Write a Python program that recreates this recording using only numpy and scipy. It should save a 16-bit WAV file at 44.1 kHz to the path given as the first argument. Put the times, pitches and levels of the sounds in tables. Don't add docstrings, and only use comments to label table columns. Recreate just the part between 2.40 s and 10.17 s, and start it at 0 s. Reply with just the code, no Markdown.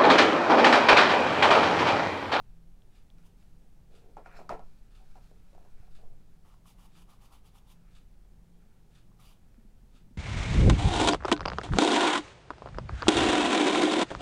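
import sys
import numpy as np
from scipy import signal
from scipy.fft import rfft, irfft, next_fast_len
from scipy.io import wavfile
from scipy.ndimage import uniform_filter1d

SR = 44100
rng = np.random.default_rng(int(sys.argv[2]) if len(sys.argv) > 2 else 0)


def boost(x):
    u = np.asarray(x, float) / 20
    return 10 ** u


def pcm_store(signal):
    levels = np.round(np.clip(np.atleast_2d(signal), -1, 1) * 32767)
    wavfile.write(sys.argv[1], SR, levels.astype(np.int16).T)


N = 342745


def unit(x):
    return x / np.sqrt(np.mean(x ** 2))


def shape(x, points):
    hz, db = np.transpose(points)
    size = next_fast_len(len(x))
    log_hz = np.log(np.maximum(np.fft.rfftfreq(size, 1 / SR), 1))
    gain = boost(np.interp(log_hz, np.log(hz), db))
    return irfft(rfft(x, size) * gain, size)[:len(x)]


def ring(x, hz, width_hz):
    return signal.lfilter(*signal.iirpeak(hz, hz / width_hz, SR), x)


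def body(x, peaks):
    return sum((-1) ** k * boost(db) * ring(x, hz, width_hz)
               for k, (hz, width_hz, db) in enumerate(peaks))


def patchy(x, peaks, flicker_db, rate_hz):
    out = np.zeros(N)
    for k, (hz, width_hz, db) in enumerate(peaks):
        gain = boost(db + flicker_db * walk(rate_hz))
        out += (-1) ** k * gain * ring(x, hz, width_hz)
    return unit(out)


def walk(rate_hz):
    hold = int(SR / rate_hz)
    steps = np.repeat(rng.standard_normal(N // hold + 1), hold)
    return unit(uniform_filter1d(uniform_filter1d(steps, hold), hold)[:N])


def grit(rate_hz, spread_db):
    hit, size, sign = rng.random((3, N))
    height = boost(-spread_db * np.log(1 - size))
    return unit((hit < rate_hz / SR) * height * (sign - .5))


def add(out, start_s, x):
    i = int(start_s * SR)
    out[i:i + len(x)] += x[:N - i]


def fade(t60_s):
    t = np.arange(int(.4 * SR)) / SR
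    return t, np.exp(-np.log(1000) * t / t60_s)


def contact(start_s, length_s, db, change_db, rise_db_per_s, fall_db_per_s):
    out = np.zeros(N)
    rises = rise_db_per_s + 0 * db
    for start, length, level, change, rise in zip(start_s, length_s, db, change_db, rises):
        first = max(int((start - 60 / rise) * SR), 0)
        last = min(int((start + length + 60 / fall_db_per_s) * SR), N)
        i = np.arange(first, last)
        t = i / SR - start
        drift = change * np.clip(t / length, 0, 1)
        onset = rise * np.minimum(t, 0)
        release = -fall_db_per_s * np.maximum(t - length, 0)
        out[i] += boost(level + drift + onset + release)
    return out


def swells(rows, rest_db):
    middle_s, length_s, db = np.transpose(rows)
    slope_db_per_s = 114.5
    start_s = middle_s - length_s / 2
    return boost(rest_db) + contact(start_s, length_s, db, 0 * db, slope_db_per_s, slope_db_per_s)


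def taps(events, cycles):
    out = np.zeros(N)
    for start_s, peak_db, hz in events:
        t, decay = fade(cycles / hz)
        soft_start = 1 - np.exp(-t * hz * 4.9)
        add(out, start_s, boost(peak_db + 10) * soft_start * decay * np.sin(2 * np.pi * hz * t))
    return out


def wood(x, hz, narrow_db_per_octave):
    # hz, width_hz, level_db
    modes = [(264, 67, -4.5), (384, 34, -1), (455, 27, -0.5), (545, 20, -2.5), (608, 55, -6.5),
             (694, 41, 0), (740, 59, 0), (874, 72, -4.5), (958, 83, -3.5), (1130, 106, -10), (1300, 49, -6),
             (1407, 100, -10.5), (1670, 147, -11.5), (2370, 500, -8), (4700, 3700, -12)]
    return unit(body(x, [(mode_hz, width_hz, db - narrow_db_per_octave * abs(np.log2(mode_hz / hz)))
                         for mode_hz, width_hz, db in modes]))


def room_air():
    # hz, density_db
    spectrum = [(32, -19), (50, -0.5), (85, -3), (130, -6), (190, -5.5), (260, -14.5), (400, -17),
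                (620, -23), (790, -21.5), (1050, -28.5), (2300, -33), (4500, -36), (9000, -38.5),
                (15600, -42)]
    return unit(shape(rng.standard_normal(N), spectrum)) * boost(-63 + walk(2) / 4)


def fridge():
    # middle_s, length_s, level_db
    drone_swells = [(.21, 0.12, -59.5), (.78, 0.081, -63), (1.15, 0.038, -62.5), (1.51, .1, -65.5),
                    (2.08, 0.22, -62), (2.94, 0.27, -65), (3.45, 0.13, -68.5), (4.1, 0.58, -66.5),
                    (4.6, 0.09, -64.5), (5.45, .2, -66), (6.1, 0.29, -66.5), (6.7, .5, -67.5),
                    (7.7, 0.12, -69)]
    # middle_s, length_s, level_db
    buzz_swells = [
        (0.02, 0.068, -67),
        (3.68, 0.23, -69),
        (6.7, 0.24, -66),
    ]
    # pitch_hz, width_hz
    tones = [
        (167.2, 17.5),
        (119.5, 6.7),
    ]
    gains = swells(drone_swells, -87.5), swells(buzz_swells, -74)
    hum = np.zeros(N)
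    for gain, (pitch_hz, width_hz) in zip(gains, tones):
        wavering_hz = pitch_hz + 0.2996 * width_hz * walk(6)
        tone = np.sqrt(2) * np.sin(2 * np.pi * np.cumsum(wavering_hz) / SR)
        hum += gain * tone * boost(1.8 * walk(9))
    return boost(-1.5) * hum


def rumble():
    # time_s, level_db
    infra_levels = [(0.0, -49.5), (0.89, -52.5), (1.71, -46), (2.42, -44.5), (2.49, -57), (2.75, -39),
                    (2.83, -47), (3.63, -42.5), (4.46, -57.5), (4.48, -54.5), (7.42, -54.5), (7.77, -54)]
    infra = boost(np.interp(np.arange(N) / SR, *np.transpose(infra_levels)))
    slow = shape(rng.standard_normal(N), [(1.5, -15), (4, 0), (12, -2), (20, -8), (28, -30), (45, -90)])
    bass = boost(-57 + 1.0 * walk(2.5))
    deep = shape(rng.standard_normal(N), [(15, -30), (22, 0), (33, -2), (43, -5), (56, -22), (90, -90)])
    return boost(-2) * infra * unit(slow) + bass * unit(deep)


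def scrapes():
    # start_s, length_s, level_db, change_db, hiss_minus_scrape_db
    rows = [(.04, 0.13, -82, -4, -4), (.785, .05, -75.5, -2, -5), (0.98, 0.12, -82, -3, 3.5),
            (1.55, 0.21, -81.5, -3, -2), (1.869, .03, -60, -9, -16), (1.917, 0.054, -64, 4.5, -15),
            (1.964, 0.011, -71.5, 2, -6), (1.994, 0.088, -71.5, -8, -3), (2.237, 0.28, -80, -3.5, 1),
            (2.598, 0.19, -80, 2.5, 0), (2.82, .09, -79, -1, 1.5), (2.945, 0.385, -81.5, 3.5, -2),
            (3.377, 0.079, -74, -2, -5.5), (3.48, 0.5, -83.5, -6, 0), (5.36, .14, -82, 4, -14),
            (6.2, .2, -83, 0, -15), (7.02, 0.2, -82.5, -3, -10)]
    # hz, width_hz, level_db
    edge_modes = [(1350, 320, 3.5), (1920, 440, -1), (2370, 530, -2.5)]
    # hz, density_db
    hiss_spectrum = [(1500, -26), (3000, -5), (4100, 0), (4700, -3), (5300, -3), (7000, -7), (15000, -15)]
    # hz, width_hz, level_db
    squeal_modes = [(4120, 380, -2), (5280, 260, 8), (7440, 430, -6)]
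    rise_db_per_s, fall_db_per_s = 600, 402
    start_s, length_s, db, change_db, hiss_db = np.transpose(rows)
    slips = grit(9000, 2.2) * boost(1.2 * walk(40))
    edge = unit(shape(body(slips, edge_modes), [(600, -15), (1100, -2.5), (2600, 0.5), (3100, -14)]))
    hiss = unit(shape(slips, hiss_spectrum))
    squeal = unit(body(slips, squeal_modes))
    out = contact(start_s, length_s, db, change_db, rise_db_per_s, fall_db_per_s) * edge
    out += contact(start_s, length_s, db + hiss_db, change_db, rise_db_per_s, fall_db_per_s) * hiss
    out += contact([1.972], [.008], np.array([-65.5]), [0], 420., 330.) * squeal
    return out


def clicks():
    # start_s, peak_db, pitch_hz
    rows = [
        (0.4206, -64.5, 3300),
        (0.702, -59, 3400),
        (1.0263, -72, 2690),
    ]
    return taps(rows, 16.0)


def clock():
    step_levels = [-65.5, -63, -62.5, -63.5, -61.5, -63, -63.5, -64.5]
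    # hz, width_hz, level_db
    case_modes = [(1270, 137, 6), (1700, 170, 3.5), (2500, 300, 3.5), (2940, 160, 4.5), (3560, 350, 3.5),
                  (4780, 850, -0.5), (6400, 3200, -5.5), (9900, 5400, -11.5)]
    first_s, tooth_s = .548, .0105
    out = np.zeros(N)
    tooth = np.arange(-4, 8)
    tooth_db = np.where(tooth < 0, -3 + 0.9 * tooth, 4.5 - 2 * tooth)
    for beat, db in enumerate(step_levels):
        for k, part_db in zip(tooth, tooth_db):
            t, decay = fade(0.062)
            rattle = (1 - np.exp(-t / 0.0065)) * decay * rng.standard_normal(len(t))
            level_db = db + part_db + 1.3 * rng.standard_normal()
            add(out, first_s + beat + k * tooth_s, boost(level_db) * rattle)
    return boost(9) * body(out, case_modes)


def brush():
    # start_s, length_s, pressure_db, change_db, drum_minus_tips_db
    strokes = [(.855, 0.011, -73.5, 1.5, -3), (4.058, 0.09, -79, -1, 11), (4.268, 0.045, -68.5, -0.5, -0.5),
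               (4.395, 0.069, -70.5, -0.5, 3.5), (4.573, 0.048, -72.5, 1, 3), (4.7, 0.036, -70.5, -4, 7),
               (4.82, 0.041, -72, 0, 6), (4.928, 0.029, -67, -2.5, 4), (5.06, .03, -70.5, -6.5, 3),
               (5.153, 0.033, -73, -2, 7), (5.279, 0.045, -71.5, 0.5, 1.5), (6.803, 0.13, -68, -6.5, 2.5)]
    # hz, density_db
    bristle_spectrum = [(2500, -44), (4000, -13), (5400, -3.5), (7000, -4.5), (8500, -6), (10000, -1.5),
                        (12000, -7), (14500, -5.5), (16000, -17)]
    # hz, width_hz, level_db
    weave_modes = [(2280, 290, -3), (2950, 410, -1), (3600, 590, -3.5), (4700, 290, -2)]
    # hz, width_hz, level_db
    canvas_modes = [(790, 220, -1), (1010, 200, 2), (1200, 190, 0), (1430, 200, -5.5), (1780, 1100, -15)]
    start_s, length_s, db, change_db, drum_db = np.transpose(strokes)
    rise_db_per_s = 750 * boost(-0.5 * change_db)
    tips = contact(start_s, length_s, db, change_db, rise_db_per_s, 450)
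    rasp = contact(start_s, length_s, db, 0.19 * change_db, rise_db_per_s, 400)
    drum = contact(start_s - 0.0057, length_s, db + drum_db, change_db, rise_db_per_s, 280)
    slips = grit(14000, 0.57) * boost(1.4 * walk(60))
    cloth = grit(4000, 2.2) * boost(0.43 * walk(45))
    weave = body(patchy(slips, weave_modes, 1.7, 30), [(3350, 2800, 0)])
    out = tips * unit(shape(slips, bristle_spectrum))
    out += boost(-0.2) * rasp * unit(weave)
    out += boost(-0.5) * drum * patchy(cloth, canvas_modes, 1.0, 25)
    return out


def snaps():
    # start_s, peak_db, pitch_hz
    rows = [
        (1.392, -64, 600),
        (2.02, -49, 165),
        (2.095, -44, 150),
        (2.11, -46, 113),
        (2.914, -50.5, 510),
        (3.4, -49.5, 76),
        (5.4885, -61, 2000),
    ]
    return taps(rows, 3.4)


def drags():
    # start_s, length_s, rub_db, change_db, pitch_hz
    rows = [(1.515, 0.2, -64, 5, 493), (1.891, 0.066, -60, 8, 720), (2.03, 0.037, -62, 5, 700),
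            (2.61, 0.024, -66, 0.5, 760), (2.786, .1, -77, -10, 576), (2.924, .1, -64, -13, 484),
            (3.197, 0.075, -69, -6, 580), (3.373, 0.11, -73.5, 6, 695), (3.597, 0.12, -62.5, -4.5, 594),
            (6.12, 0.14, -73, -9, 420), (7.05, .14, -86, 0, 455)]
    rub = shape(grit(2500, 1.5) * boost(2.0 * walk(45)), [(200, 3.5), (1100, -8), (2500, -21)])
    out = np.zeros(N)
    for row in np.array(rows):
        gain = contact(*row[:4, None], 400, 312)
        out += boost(-3.5) * gain * wood(rub, row[4], 15.7)
    return out


def knocks():
    # start_s, peak_db, pitch_hz, crack_minus_peak_db,
    # table_minus_peak_db
    blows = [(1.768, -32.5, 827, -24, -11), (1.99, -36, 700, -26, -9.5), (2.014, -38.5, 694, -27, -18),
             (2.092, -26.5, 1275, -12.5, -7.5), (2.107, -23, 720, -44, -14),
             (2.124, -25.5, 693, -31, -13.5), (2.193, -41, 770, -16, -8.5), (2.755, -46, 800, -14, -7.5),
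             (3.13, -52.5, 548, -10, -9.5), (3.149, -48, 650, -14, -16), (3.179, -46.5, 740, -17, -17.5),
             (3.208, -54, 686, -17, -7), (3.249, -54.5, 684, -19, -6), (3.588, -54, 630, -12, -20),
             (3.633, -53.5, 585, -17, -14),
             (1.859, -40, 1410, -15.5, -14),
        (1.86, -39.5, 760, -30, -16),
    ]
    delay_s = .0008
    out = np.zeros(N)
    for start_s, peak_db, hz, crack_db, table_db in blows:
        t, note_decay = fade(0.024)
        shake, snap = rng.standard_normal((2, len(t)))
        late = np.maximum(t - delay_s, 0)
        note = (1 - np.exp(-late / 0.0003)) * note_decay * np.sin(2 * np.pi * hz * late)
        shake = shape(shake, [(300, 1.0), (1400, 1), (2200, -9), (8000, -15), (16000, -13)])
        answer = (1 - np.exp(-t / 0.0041)) * fade(0.2)[1] * wood(shake, 0.75 * hz, 5.4)
        snap = shape(snap, [(1000, -39), (2200, 0), (6000, 0.0), (15000, -27)])
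        crack = (t > delay_s) * fade(0.015)[1] * snap
        blow = 1.21 * note + boost(table_db) * answer + boost(crack_db + 2.5) * crack
        add(out, start_s, boost(peak_db) * blow)
    return out


def landings():
    # start_s, peak_db, pitch_hz
    rows = [
        (4.257, -61.5, 1130),
        (4.69, -74, 1230),
        (4.921, -74, 1200),
        (6.716, -71, 1100),
    ]
    return taps(rows, 30.0)


def bumps():
    # start_s, peak_db, pitch_hz
    rows = [
        (7.182, -57, 224),
        (7.249, -57.5, 210),
        (7.342, -70, 190),
        (7.433, -63, 212),
        (7.546, -61, 250),
        (7.611, -66.5, 196),
        (7.668, -62, 199),
        (7.709, -59, 240),
    ]
    return taps(rows, 14.7)


def room(x):
    # band_hz, t60_s
    decays = [(250, 0.36), (1000, 0.24), (4000, 0.27), (12000, 0.27)]
    t = np.arange(int(.6 * SR)) / SR
    tail = np.zeros(len(t))
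    for hz, t60_s in decays:
        tail += ring(rng.standard_normal(len(t)), hz, 1.86 * hz) * np.exp(-np.log(1000) * t / t60_s)
    tail *= np.clip((t - .004) / 0.011, 0, 1)
    return signal.fftconvolve(x, tail / np.sqrt(np.sum(tail ** 2)))[:N]


def scene():
    near = clicks() + brush() + snaps() + landings() + bumps()
    table = scrapes() + drags() + knocks()
    far = clock()
    wet = room(boost(-9.5) * near + boost(-12) * table + boost(-4.5) * far)
    background = room_air() + fridge() + rumble()
    return (near + table + boost(0.5) * far + wet + background)[None]


def band_limit(x):
    return signal.sosfilt(signal.butter(12, 16390, fs=SR, output="sos"), x)


def record(dry):
    top_hz = 15780
    low_pass = signal.ellip(10, .2, 60, top_hz, fs=SR, output="sos")
    mix = signal.sosfilt(low_pass, dry)
    return band_limit(mix)


dry = scene()
out = record(dry)
pcm_store(out)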